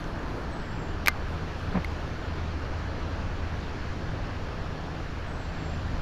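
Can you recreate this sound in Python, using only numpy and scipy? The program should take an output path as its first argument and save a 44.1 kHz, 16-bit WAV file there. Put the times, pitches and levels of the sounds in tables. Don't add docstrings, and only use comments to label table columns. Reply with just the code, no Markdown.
import sys
import numpy as np
from scipy import signal
from scipy.fft import rfft, irfft
from scipy.io import wavfile
from scipy.ndimage import uniform_filter1d

SR = 44100
rng = np.random.default_rng(int(sys.argv[2]) if len(sys.argv) > 2 else 0)


def gain_from_db(level_db):
    decades = np.asarray(level_db, float) / 20
    return 10 ** decades


def generate_wav(signal):
    frames = np.transpose(np.atleast_2d(signal))
    scaled = np.clip(frames, -1, 1) * 32767
    pcm = np.round(scaled).astype(np.int16)
    wavfile.write(sys.argv[1], SR, pcm)


N = 265041
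TIME = np.arange(N) / SR


def evened(x):
    return x / np.sqrt(np.mean(x ** 2) + 1e-20)


def add(mix, start_s, sound):
    part = mix[round(start_s * SR):][:len(sound)]
    part += sound[:len(part)]


def spectrum_db(spectrum, hz):
    knot_hz, db = np.transpose(spectrum)
    return np.interp(np.log(hz + 1), np.log(knot_hz), db, right=-120)


def coloured(x, gain):
    return irfft(rfft(x) * gain(np.fft.rfftfreq(len(x), 1 / SR)), len(x))


def smoothed(x, size, axis=-1):
    return uniform_filter1d(x, size=size, axis=axis)


def wander(count, size):
    return evened(smoothed(smoothed(rng.standard_normal(count), size), size))


def noise_spectra(spectrum, patchy_db, size=1024):
    frames, hz = N * 4 // size + 5, np.fft.rfftfreq(size, 1 / SR)
    real, imag, patches = rng.standard_normal((frames, len(hz), 3)).T
    patches = evened(smoothed(smoothed(patches, 14, axis=0), 12, axis=1))
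    level_db = spectrum_db(spectrum, hz)[:, None] + patchy_db * patches
    return hz, (real + 1j * imag) * gain_from_db(level_db)


def sounded(spectra):
    size = 2 * len(spectra) - 2
    return evened(signal.istft(spectra, nperseg=size, noverlap=size * 3 // 4)[1][:N])


def tone(hz, db, waver, shimmer_db, size):
    phase = 2 * np.pi * np.cumsum(hz * (1 + waver * wander(len(hz), 1000))) / SR
    level_db = db + shimmer_db * np.minimum(wander(len(hz), size), 1)
    return np.sqrt(2) * gain_from_db(level_db) * np.sin(phase)


def ring(modes, pitch=1.0):
    t = TIME[:4000]
    return sum(gain_from_db(db - 60 * t / t60) * np.sin(2 * np.pi * pitch * hz * t) for hz, db, t60 in modes)


def swell(ms):
    u = 1000 * TIME[:2048] / ms
    return np.e * u * np.exp(-u)


# time in seconds, level in dB.
FLOW = [(0, 0), (.8, 0), (1.2, 1), (1.6, 1), (2.6, 0.5), (4, 1.5), (4.4, -1), (5.3, -1.5), (6.01, 3.5)]
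# frequency in Hz, density in dB per Hz.
RUMBLE = [(12, -9), (20, 4), (30, -11), (45, -2.5), (60, -3.5), (85, -6.5), (110, -4.5), (140, -11),
          (195, -10.5), (330, -12), (430, -41)]
# frequency in Hz, density in dB per Hz.
ROAR = [(150, -4.5), (270, 4.5), (345, -3), (900, -8), (1680, -10.5), (2010, -17), (2900, -20.5),
        (3900, -25.5), (4300, -23.5), (5000, -28), (5750, -30), (6100, -33), (7200, -38), (7800, -46)]


def road():
    flow_db = np.interp(TIME, *np.transpose(FLOW))
    hz, low = noise_spectra(RUMBLE, patchy_db=-0.24, size=2048)
    rumble = sounded(low / (1 + (hz[:, None] / 250) ** 6))
    hz, high = noise_spectra(ROAR, patchy_db=1.0)
    below_1900 = 1 / (1 + (hz[:, None] / 1900) ** 6)
    above_250 = 1 / (1 + (250 / (hz[:, None] + 1)) ** 6)
    roar = sounded(high * below_1900 * above_250)
    tyre_hiss = sounded(high * (1 - below_1900))
    turn_db = 1.4 * np.clip((TIME - 1.15) / 0.22, 0, 1)
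    rumble_db = -35 + flow_db
    roar_db = -39 + .1 * flow_db - 0.27 * TIME
    hiss_db = -51 + 0.22 * flow_db + turn_db
    return gain_from_db(rumble_db) * rumble + gain_from_db(roar_db) * roar + gain_from_db(hiss_db) * tyre_hiss


# frequency in Hz, density in dB per Hz.
AIR = [(6500, -8), (8000, -1), (10000, -1.8), (12500, -5.5), (14900, -6.5), (15250, -9), (15320, -45)]
# middle in seconds, length in seconds, level in dB.
MOVES = [(0, .03, -67), (.06, .12, -72), (.2, .3, -77), (.37, .14, -72), (1.16, .08, -78), (1.32, .08, -72),
         (1.62, .08, -73), (1.75, .9, -77), (3.6, .2, -80), (6, .5, -80)]


def rustle():
    power = gain_from_db(2 * -74.3)
    for middle_s, length_s, db in MOVES:
        power = power + gain_from_db(2 * db) * np.exp(-(2 * (TIME - middle_s) / length_s) ** 4)
    return np.sqrt(power) * sounded(noise_spectra(AIR, patchy_db=.3)[1])


# time in seconds, level in dB.
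DIESEL = [(0, -56), (.55, -50.5), (.85, -40), (1.6, -40), (2.1, -40), (2.3, -37.5), (3.2, -37),
          (3.8, -40.5), (4.5, -44), (5.1, -39.5), (5.7, -40.5), (6.01, -33)]
# start in seconds, length in seconds, firing rate in Hz,
# glide in Hz per second, level in dB.
LORRIES = [
    (3.851, .75, 105.3, -11, -40),
    (4.451, 0.66, 108.3, 0.5, -49),
]


def engines():
    load_db = np.interp(TIME, *np.transpose(DIESEL))
    firing_hz = np.full(N, 80.3)
    out = tone(firing_hz, load_db, waver=.0056, shimmer_db=1.5, size=4000)
    out += tone(2 * firing_hz, -47, waver=.012, shimmer_db=3, size=6000)
    for start_s, length_s, start_hz, glide, db in LORRIES:
        t = TIME[:round(length_s * SR)]
        drone = tone(start_hz + glide * t, db, waver=.012, shimmer_db=2.5, size=2000)
        add(out, start_s, np.sqrt(np.hanning(len(t))) * drone)
    return out


# start in seconds, level in dB, centre in Hz, width in Hz.
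TICKS = [(.0415, -42, 4300, 5500), (.191, -56, 7000, 1500), (1.918, -65, 13600, 2500),
         (2.047, -70, 12000, 3000), (2.272, -65, 12000, 3600), (3.5505, -65, 12800, 4500),
         (3.6035, -51, 6600, 1800), (3.927, -58, 7000, 1200)]


def handle():
    out = np.zeros(N)
    for start_s, db, centre_hz, width_hz in TICKS:
        noise = rng.standard_normal(2048)
        band = coloured(noise, lambda hz: np.exp(-(2 * (hz - centre_hz) / width_hz) ** 4))
        add(out, start_s, gain_from_db(db + 1) * evened(band) * swell(.6))
    return out


# onset in seconds, length in seconds, faint lead-in in seconds, level in dB,
# onset accent in dB.
WHISTLES = [
    (0.522, .455, 0.045, -69.5, 4),
    (5.275, .575, .01, -70, -1),
]


def bird():
    out = np.zeros(N)
    for onset_s, length_s, lead_s, db, accent_db in WHISTLES:
        t = np.arange(-lead_s, length_s, 1 / SR)
        to_end = t - length_s
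        hz = 7330 + 723 * np.exp(-t / 0.17) - 330 * np.exp(to_end / .09)
        accent = accent_db * np.exp(-(t / .04) ** 2)
        crest = 5 * np.exp(-((to_end + .155) / .06) ** 2)
        lead = -11 * np.clip(-t / .006, 0, 1)
        release = np.clip(-to_end / .06, 0, 1)
        shape = gain_from_db(lead + accent + crest) * release * signal.windows.tukey(len(t), .03)
        call = shape * tone(hz, db, waver=.0014, shimmer_db=4, size=350)
        add(out, onset_s - lead_s, call)
        add(out, onset_s - lead_s + .043, gain_from_db(-13) * call)
    return out


# start in seconds, level in dB, crack rise in ms, tilt in dB per octave.
SNAPS = [
    (1.0601, -34, .5, -3),
    (1.0609, -25, .5, -4),
    (1.0729, -26, .3, -2),
    (1.0819, -18, .3, -3),
    (1.0828, -21, .35, -1),
    (1.8450, -52, .8, 1.5),
    (1.8460, -39, .6, -5),
]
# frequency in Hz, density in dB per Hz.
CRACK = [(700, -34), (1500, -12), (2900, -9), (3400, -4), (4400, 0), (5500, -5), (6900, -8), (8100, -15),
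         (9000, -9), (10300, -17), (12000, -3), (13000, -15), (15000, -16), (15600, -30)]


def pawl_snaps():
    out = np.zeros(N)
    u_ms = 1000 * TIME[:2048]
    buzz = gain_from_db(-14) * np.minimum(u_ms, 1) * np.exp(-(u_ms / 8) ** 2)

    def burst(tilt_db):
        tilted = lambda hz: gain_from_db(spectrum_db(CRACK, hz) + tilt_db * np.log2(hz / 6000 + .1))
        return evened(coloured(rng.standard_normal(2048), tilted))

    for start_s, db, rise_ms, tilt_db in SNAPS:
        crack, rattle = burst(tilt_db), burst(-5.5)
        add(out, start_s, gain_from_db(db) * (crack * swell(rise_ms) + rattle * buzz))
    return out


# start in seconds, plate level in dB, frame level in dB,
# chatter in ms, pitch factor.
KNOCKS = [(1.061, -26, -27, .8, .95), (1.0732, -13.5, -25, 1.7, 0.98), (1.0832, -18.5, -47, .1, 1),
          (1.0831, -12.5, -15.5, .1, 0.89), (1.0864, -36, -18, .1, 1), (1.0857, -23, -30, .1, 0.78),
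          (1.8461, -29.5, -42, 3, 0.9)]
# frequency in Hz, level in dB, t60 in seconds.
PLATE = [(2080, -2, .008), (2360, 0, .008), (2750, -20, .006)]
# frequency in Hz, level in dB, t60 in seconds.
FRAME = [(770, -18, .015), (1230, -13, .045), (1400, -4, .008), (1650, 2, .011), (2090, -12, .09)]


def housing():
    out, contact = np.zeros(N), np.hanning(7) / 3
    for start_s, plate_db, frame_db, ms, pitch in KNOCKS:
        t = TIME[:max(round(ms * SR / 1000), 2)]
        chatter = .045 * np.cos(2 * np.pi * 2330 * pitch * t)
        chatter[0] = 1
        blow = np.convolve(chatter, contact)
        add(out, start_s, gain_from_db(plate_db) * np.convolve(blow, ring(PLATE, pitch)))
        add(out, start_s, gain_from_db(frame_db) * np.convolve(contact, ring(FRAME)))
    return signal.lfilter(*signal.butter(1, 800, "high", fs=SR), out)


# start in seconds, level in dB.
SEATS = [
    (1.0612, -34),
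    (1.0731, -33),
    (1.0822, -20),
    (1.08312, -21),
]
# frequency in Hz, level in dB, t60 in seconds.
PAWL = [(3280, -12, .012), (4400, 1, .008), (4900, 1, .007), (5530, -5, .012), (6100, -5, .010),
        (6900, -4, .007), (7600, -1, .005), (9050, 4, .0035), (10600, -4, .003), (11975, 3, .0045),
        (12900, -3, .003), (14300, -4, .003), (15100, -13, .005)]


def pawl_seats():
    out = np.zeros(N)
    for start_s, db in SEATS:
        add(out, start_s, gain_from_db(db) * -np.expm1(-TIME[:4000] / .00012) * ring(PAWL))
    return out


# time in seconds, level in dB.
BUMPS = [
    (1.75, -26),
    (1.7575, -22.5),
    (1.772, -21.5),
    (1.786, -28),
]
# frequency in Hz, density in dB per Hz.
SCUFF = [(100, -14), (280, -2), (640, -1), (850, -7), (1030, -4), (1250, -12), (1750, -8), (2400, -15),
         (3000, -34)]


def rod():
    crest_s, boom_hz, sag_per_s = 1.7565, 189, 3.2
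    u = np.arange(-.04, .08, 1 / SR)
    t = crest_s + u

    def push(width_s):
        return np.sqrt(sum(gain_from_db(2 * db) * np.exp(-2 * ((t - s) / width_s) ** 2) for s, db in BUMPS))

    boom = np.sqrt(2) * np.cos(2 * np.pi * boom_hz * u * (1 - sag_per_s * u / 2))
    noise = rng.standard_normal(len(t))
    scuff = evened(coloured(noise, lambda hz: gain_from_db(spectrum_db(SCUFF, hz))))
    out = np.zeros(N)
    add(out, t[0], push(.0053) * boom + gain_from_db(-9) * push(.0083) * scuff)
    return out


def scene():
    reel = pawl_snaps() + housing() + pawl_seats()
    return (road() + rustle() + engines() + handle() + bird() + reel + rod())[None]


def starved(x, edge_hz=12700, keep_db=-107.6, spread_db=1):
    hz, _, z = signal.stft(x, SR, nperseg=2048)
    band = np.arange(len(hz)) // 8
    power = np.add.reduceat(abs(z) ** 2, np.arange(0, len(hz), 8)) / 8
    threshold = gain_from_db(2 * (keep_db + spread_db * rng.standard_normal(power.shape)))
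    kept = (power > threshold)[band] | (hz[:, None] < edge_hz)
    return signal.istft(z * kept, SR, nperseg=2048)[1][:N]


def band_limit(x):
    return signal.sosfilt(signal.butter(12, 16500, fs=SR, output="sos"), x)


def record(dry):
    mix = starved(dry[0])[None]
    return band_limit(mix)


dry = scene()
out = record(dry)
generate_wav(out)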